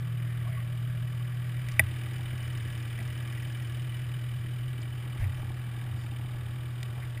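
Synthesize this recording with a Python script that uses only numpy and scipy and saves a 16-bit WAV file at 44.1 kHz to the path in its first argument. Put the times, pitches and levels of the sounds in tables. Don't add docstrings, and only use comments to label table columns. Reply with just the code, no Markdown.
import sys
import numpy as np
from scipy import signal
from scipy.io import wavfile
from scipy.ndimage import uniform_filter1d

SR = 44100
rng = np.random.default_rng(int(sys.argv[2]) if len(sys.argv) > 2 else 0)


def gain_from_db(level_db):
    decades = np.asarray(level_db, float) / 20
    return 10 ** decades


def persist_wave(psi):
    counts = np.round(np.clip(psi, -1, 1) * 32767).astype(np.int16)
    wavfile.write(sys.argv[1], SR, np.atleast_2d(counts).T)


N = 317520

# time in seconds, turns per second.
CRANK = [(0.0, 19.89), (1.0, 20.05), (1.4, 20.382), (2.0, 20.165), (2.2, 20.604), (2.8, 19.806),
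         (3.2, 20.235), (3.6, 20.063), (4.0, 20.46), (4.4, 20.085), (4.6, 20.697), (4.8, 20.25),
         (5.6, 20.395), (5.8, 20.065), (7.0, 20.354), (7.2, 20.045)]
# time in seconds, lean over the engine, way past the silencer, turn to the outlet (0-1).
RIDER = [(0, 0.06, 0, .1), (.4, 0.2, 0.17, 0), (1.0, 0.19, 0.16, 0), (1.4, .35, 0.37, 0),
         (1.7, 0.8, 0.62, 0.5), (2.0, 1, 1, 0.88), (2.3, 0.92, 0.83, 0.9), (2.45, 0.98, 1, 0.67),
         (3.0, .9, 0.92, 0.63), (3.45, .9, 1, 0.6), (3.75, 0.76, 1, .4), (4.05, 0.48, 0.93, 0.06),
         (4.7, 0.28, 0.98, 0.04), (5.2, 0.48, 1, 0.95), (5.55, 0.43, 0.99, 0.86), (6.0, 0.32, 1, 0.8),
         (6.6, 0.23, 1.01, 0.73), (7.2, 0.4, 1, 0.7)]

# level in dB, then change in dB at full lean, past silencer, at outlet.
HUM_HEARD = [
    (-32, 1.1, -2.1, -2.15),
    (-43.5, 1.5, -18.5, 1),
    (-75, 13, 10, -0.56),
]
POPS_HEARD = [
    (-63.5, .3, 13.9, 1.5),
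    (-84.5, .3, 18, 20.5),
]
RATTLE_HEARD = [
    (0, 2.5, -1.5, 1),
    (0, .3, 1.3, 2),
    (0, 0.93, -2.8, 2.2),
    (0, 8.4, -0.3, -1.6),
    (0, 4.5, 0.3, -0.7),
]
SLAP_HEARD = [
    (-54, 0, 0, 0),
    (-63, 1, -2, 7),
]
TICK_HEARD = [
    (-79, 24, 0, -1),
]

# multiple of crank speed, level in dB rms.
STEADY_ORDERS = [(2, -57.5), (4, -53), (7, -56), (10, -66.5), (12, -69.5), (14, -76), (18, -71.5)]

# time in seconds, low level in dB, high level in dB.
FULL_CHARGE = [
    (2.079, -54, -59),
    (2.161, -55, -60),
    (2.338, -37, -57),
    (2.66, -37, -56),
    (3.189, -42, -57),
    (3.312, -40, -42),
    (6.325, -43, -52),
    (6.349, -51, -45),
]
RUN_START_S, RUN_STEP_S = 5.674, .0747
RUN_LOW_DB, RUN_HIGH_DB, RUN_SWELL_DB = -40.5, -43, 5

REGION_HZ = [560, 870, 1250, 2000, 3400]
# frequency in Hz, density in dB per Hz.
RATTLE_COLOUR = [(100, -29), (170, -3), (189, -16), (317, -10), (517, -17.5), (591, -16.5), (1010, -19),
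                 (1140, -15), (1910, -17), (2610, -19.5), (3030, -16), (4320, -35), (5010, -34),
                 (5900, -42), (7670, -72), (13000, -120)]
# frequency in Hz, burst over steady part in dB, lag in turns, first cylinder over second in dB.
BURST = [(300, 0, .28, 0), (900, -4, .28, 0), (1400, 0, 0, 1), (2100, 2, 0, -1), (3000, 3, 0, 2),
         (3700, 1, 0, 2), (4600, -5, 0, 0)]
# frequency in Hz, width in Hz, lift in dB.
CAVITY = [(610.4, 17, 7), (1053, 48, -5), (1159, 55, 5), (1690, 76, 7), (1942, 96, 7), (2260, 150, 1.5),
          (2344, 95, 8.5), (3026, 180, 7), (3810, 100, 7.5), (4904, 475, 11.5)]
RATTLE_DB = -49.5

# time in seconds, change of the lower cowl mode in dB.
VENT = [(1.9, -1), (2.3, 9), (2.5, 9), (2.65, -5), (3.3, -2), (3.9, 7), (4.4, 1), (5.1, 6), (5.3, -6)]
SHIELD_CLEARS_S, SHIELD_LOSS_DB = 2.35, 5

# time in seconds, peak in dB, length in seconds.
SWAYS = [(0.314, -57, 0.084), (.5, -45, 0.13), (0.708, -58, .03), (.9, -52, .05), (1.02, -49, 0.093),
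         (1.464, -43, 0.058), (1.6, -54, .04), (1.83, -33.5, 0.054), (2.086, -44.5, .07),
         (2.228, -44, 0.11), (2.356, -43, .05), (2.526, -44, 0.15), (2.67, -44, .05), (2.78, -46, 0.14),
         (2.9, -46, .04), (3.06, -43, .06), (3.348, -43, 0.061), (3.663, -46, 0.14), (4.0, -52, .15),
         (4.455, -44, .15), (4.833, -52, .1), (5.25, -29, 0.044), (5.468, -38, .06), (5.93, -37, 0.046),
         (6.11, -44, 0.038), (6.24, -43.5, .05), (6.467, -41, .07), (6.991, -48, .08), (7.15, -52, .05)]
# time in seconds, ring in dB, thud in dB.
JOLTS = [
    (1.797, -25.5, -40),
    (2.99, -29, -36),
    (5.203, -34, -16),
    (5.232, -25, -30),
    (5.37, -39, -35),
    (5.43, -36, -37),
    (6.349, -43, -31),
]
MOUNT_HZ, MOUNT_WIDTH_HZ = 90, 8
SWAY_RISE_SHARE, STILL_DB = 0.66, -59
RUMBLE_DB, RUMBLE_FOLLOWS, RUMBLE_SMOOTH_S = -58.5, 0.79, .3

# start in seconds, length in seconds, panel in Hz, width in Hz, level in dB rms.
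SCUFFS = [(.1, 1.25, 620, 32, -64), (.15, .35, 1900, 300, -55), (.39, .2, 670, 90, -58),
          (.46, .041, 1120, 130, -52), (.46, .2, 1950, 330, -51), (.56, .047, 1130, 40, -50),
          (1.6855, .004, 3000, 3000, -46), (1.7135, .012, 4700, 1800, -50), (2.22, .3, 2990, 90, -58),
          (2.97, .051, 213, 34, -49), (2.975, .051, 680, 130, -54), (4.815, .012, 4750, 500, -51),
          (5.167, .11, 1880, 540, -49.5), (5.17, .09, 5000, 1800, -65), (5.184, .09, 660, 200, -54),
          (5.35, .07, 5400, 1500, -67), (5.363, .07, 620, 180, -55), (5.94, .16, 4800, 700, -64),
          (6.8288, .005, 2600, 4000, -40), (6.946, .076, 670, 400, -53), (7.001, .058, 1900, 460, -49.5)]

# time in seconds, housing peak in dB, low shell thump in dB, bright edge in dB.
KNOCKS = [
    (1.6872, -31, -58, -54),
    (1.7958, -1.5, -28.5, -34),
    (2.9903, -32, -53, -65),
    (4.82, -50, -56, -66),
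    (5.2435, -33, -69, -63),
    (6.8308, -33, -54, -49),
    (7.1761, -35, -64, -65),
]
# frequency in Hz, level in dB, t60 in seconds.
HOUSING = [(1956, -1, 0.025), (2310, -2.5, 0.017), (1575, -4, 0.027), (2515, 4.5, 0.012)]
SHELL = [(196, -3.5, 0.1), (317, -5, 0.055), (638, 6.5, 0.038), (818, 2.5, 0.04), (1136, -0.5, 0.023)]
EDGE = [(3540, -8, 0.0089), (3610, 10, 0.018), (4874, 8.5, 0.015), (5700, -9, 0.028)]


def rms_one(x):
    return x / np.sqrt(np.mean(x ** 2) + 1e-20)


def in_time(rows):
    s, *columns = np.transpose(rows)
    return [np.interp(np.arange(N) / SR, s, c) for c in columns]


def at_hz(points, hz, axis=1):
    points = np.array(points)
    return np.interp(np.log(hz), np.log(points[:, 0]), points[:, axis])


def drift(rate_hz):
    r = np.exp(-80 * np.pi * rate_hz / SR)
    noise = rng.standard_normal(N // 40 + 2002)
    slow = signal.lfilter([1], [1, -2 * r, r * r], noise)[2000:]
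    return np.interp(np.arange(N) / 40, np.arange(len(slow)), rms_one(slow))


def resonance(x, hz, width_hz):
    r = np.exp(-np.pi * width_hz / SR)
    poles = [1, -2 * r * np.cos(2 * np.pi * hz / SR), r * r]
    return signal.lfilter(np.array([1, 0, -1]) * (1 - r * r) / 2, poles, x)


def band_pass(x, low_hz, high_hz, order=2):
    return signal.sosfilt(signal.butter(order, [low_hz, high_hz], "band", fs=SR, output="sos"), x)


def ring(times_s, db, hz, t60_s, spread_hz, path_hz=None, count=1):
    clicks = np.full(N, 1e-18)
    clicks[(np.asarray(times_s) * SR).astype(int)] = gain_from_db(np.asarray(db))
    for _ in range(count):
        clicks = resonance(clicks, path_hz or hz, spread_hz)
    r, w = gain_from_db(-60 / (t60_s * SR)), 2 * np.pi * hz / SR
    return signal.lfilter([0, np.sin(w)], [1, -2 * r * np.cos(w), r * r], clicks)


def heard(parts):
    return [db + np.dot(change_db, in_time(RIDER)) for db, *change_db in parts]


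def passes(turns, angle_turns, count):
    return np.nonzero(np.diff(np.floor(count * (turns - angle_turns))))[0] / SR


def level_at(parts, s, uneven_db):
    chance_db = uneven_db * rng.standard_normal(400)[:len(s)]
    return [db[(s * SR).astype(int)] + chance_db for db in heard(parts)]


def exhaust_hum(turns):
    sixth_db, eighth_db, sixteenth_db = heard(HUM_HEARD)
    orders = [(6, sixth_db, 0.84), (8, eighth_db, 1.25), (16, sixteenth_db - 6.0, 1.65)]
    orders += [(k, db, 3.0) for k, db in STEADY_ORDERS]
    out = 0
    for k, db, waver_db in orders:
        wobble_rad = 0.54 * waver_db * drift(6.1)
        level = np.sqrt(2) * gain_from_db(db + waver_db * drift(23.0))
        out = out + level * np.sin(2 * np.pi * k * turns + wobble_rad)
    return out


def full_run(count=8):
    k = np.arange(count)
    swell_db = -RUN_SWELL_DB * np.exp(-k / 1.2)
    return np.array([RUN_START_S + RUN_STEP_S * k, RUN_LOW_DB + swell_db, RUN_HIGH_DB + swell_db])


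def pops(turns):
    s = passes(turns, .17, count=2)
    usual = [s, *level_at(POPS_HEARD, s, 4.5)]
    full = np.hstack([np.transpose(FULL_CHARGE), full_run()])
    full = full - [[.003], [0], [0]]
    s, low_db, high_db = np.hstack([usual, full])
    out = ring(s, low_db + 2, 289, 0.023, 290)
    out += ring(s, low_db - 4.5, 216.0, 0.075, 190)
    return out + ring(s, high_db - 1, 820, 0.021, 300)


def engine_rattle(turns, start_turns=.38, swell_turns=.085):
    regions_db = np.array(heard(RATTLE_HEARD))
    regions_db -= regions_db.mean(axis=1, keepdims=True)
    edges_hz = np.geomspace(170, 5900, 22)
    white, shared = rng.standard_normal((2, N)), rng.standard_normal(400)
    cylinder = np.resize([.5, -.5], 400)
    out = 0
    for k, (low_hz, high_hz) in enumerate(zip(edges_hz, edges_hz[1:])):
        hz = np.sqrt(low_hz * high_hz)
        firings = 2 * (turns + 1 - start_turns - at_hz(BURST, hz, axis=2))
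        since = firings % 1 / 2 / swell_turns
        uneven_db = 0.8 * shared + 1.3 * rng.standard_normal(400)
        strength = gain_from_db(at_hz(BURST, hz) + at_hz(BURST, hz, axis=3) * cylinder + uneven_db)
        gate = 1 + strength[firings.astype(int)] * since * np.exp(1 - since)
        place = np.interp(np.log(hz), np.log(REGION_HZ), np.arange(5))
        below_db, above_db = regions_db[int(place)], regions_db[min(int(place) + 1, 4)]
        level_db = below_db + place % 1 * (above_db - below_db)
        noise = band_pass(white[k % 2] * rms_one(gate), low_hz, high_hz, order=3)
        out = out + gain_from_db(at_hz(RATTLE_COLOUR, hz) + level_db) * noise
    out = out + sum((gain_from_db(db) - 1) * resonance(out, hz, width_hz) for hz, width_hz, db in CAVITY)
    return gain_from_db(RATTLE_DB) * rms_one(out)


def slap(turns):
    s = passes(turns, .41, count=1)
    low_db, high_db = level_at(SLAP_HEARD, s, 1.6)
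    low_db = low_db + np.interp(s, *np.transpose(VENT))
    return ring(s, low_db + 3, 2990, .05, 200) + ring(s, high_db + 7, 3660, .05, 200)


def tick(turns):
    s = passes(turns, .925, count=1)
    shaded = (s < SHIELD_CLEARS_S) * (s > 1.5)
    db = level_at(TICK_HEARD, s, 2.2)[0] - SHIELD_LOSS_DB * shaded
    return ring(s, db + 5, 5700, .008, 1500) + ring(s + .0008, db + 8, 5150, .022, 900)


def sway_db():
    t, power = np.arange(0, N, 64) / SR, gain_from_db(STILL_DB) ** 2
    for s, db, length_s in SWAYS:
        away = np.maximum((t - s) / length_s, (s - t) / length_s / SWAY_RISE_SHARE)
        power = power + gain_from_db(db - 5 * away ** 1.36) ** 2
    return np.interp(np.arange(N) / SR, t, 10 * np.log10(power))


def mount():
    swing_hz = MOUNT_HZ + 0.41 * MOUNT_WIDTH_HZ * drift(7.3)
    shake_db = sway_db()
    shake = np.sqrt(2) * gain_from_db(shake_db) * np.sin(2 * np.pi * np.cumsum(swing_hz) / SR)
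    busy_db = uniform_filter1d(shake_db - shake_db.mean(), int(RUMBLE_SMOOTH_S * SR))
    low_noise = rms_one(band_pass(rng.standard_normal(N), 13, 59))
    rumble = gain_from_db(RUMBLE_DB + RUMBLE_FOLLOWS * busy_db) * low_noise
    s, ring_db, thud_db = np.transpose(JOLTS)
    jolts = ring(s, ring_db, MOUNT_HZ, 0.16, 67) + ring(s, thud_db + 1.5, 46, 0.048, 60)
    return shake + rumble + jolts


def scuffs():
    out = np.zeros(N)
    for s, length_s, hz, width_hz, db in SCUFFS:
        i, n = int(s * SR), int(length_s * SR)
        rub = rng.standard_normal(60000)[:n]
        panel = resonance(resonance(rub, hz, width_hz), hz, 2 * width_hz)
        out[i:i + n] += gain_from_db(db) * np.hanning(n) ** .5 * rms_one(panel)
    return out


def knocks(lead_s=.0016):
    s, housing_db, shell_db, edge_db = np.transpose(KNOCKS)
    s = s - lead_s
    out = sum(ring(s, housing_db + db, hz, t60_s, 470, path_hz=2064, count=2) for hz, db, t60_s in HOUSING)
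    out += sum(ring(s, shell_db + db, hz, t60_s, 230) for hz, db, t60_s in SHELL)
    return out + sum(ring(s, edge_db + db, hz, t60_s, 760) for hz, db, t60_s in EDGE)


def scene():
    turns = np.cumsum(in_time(CRANK)[0]) / SR
    engine = exhaust_hum(turns) + pops(turns) + engine_rattle(turns) + slap(turns) + tick(turns)
    return (engine + mount() + scuffs() + knocks())[None]


def roll_off(x):
    return signal.sosfilt(signal.butter(12, 16360, fs=SR, output="sos"), x)


def record(dry):
    chip_rate_hz, hold_samples = 12000, 4
    rounded = .66 * np.tanh(dry / .66)
    coarse = signal.resample(rounded, N * chip_rate_hz // SR, axis=1)
    held = signal.resample(np.repeat(coarse, hold_samples, axis=1), N, axis=1)
    top_cut = signal.cheby2(14, 60, 15880, fs=SR, output="sos")
    return roll_off(signal.sosfilt(top_cut, held))


dry = scene()
out = record(dry)
persist_wave(out)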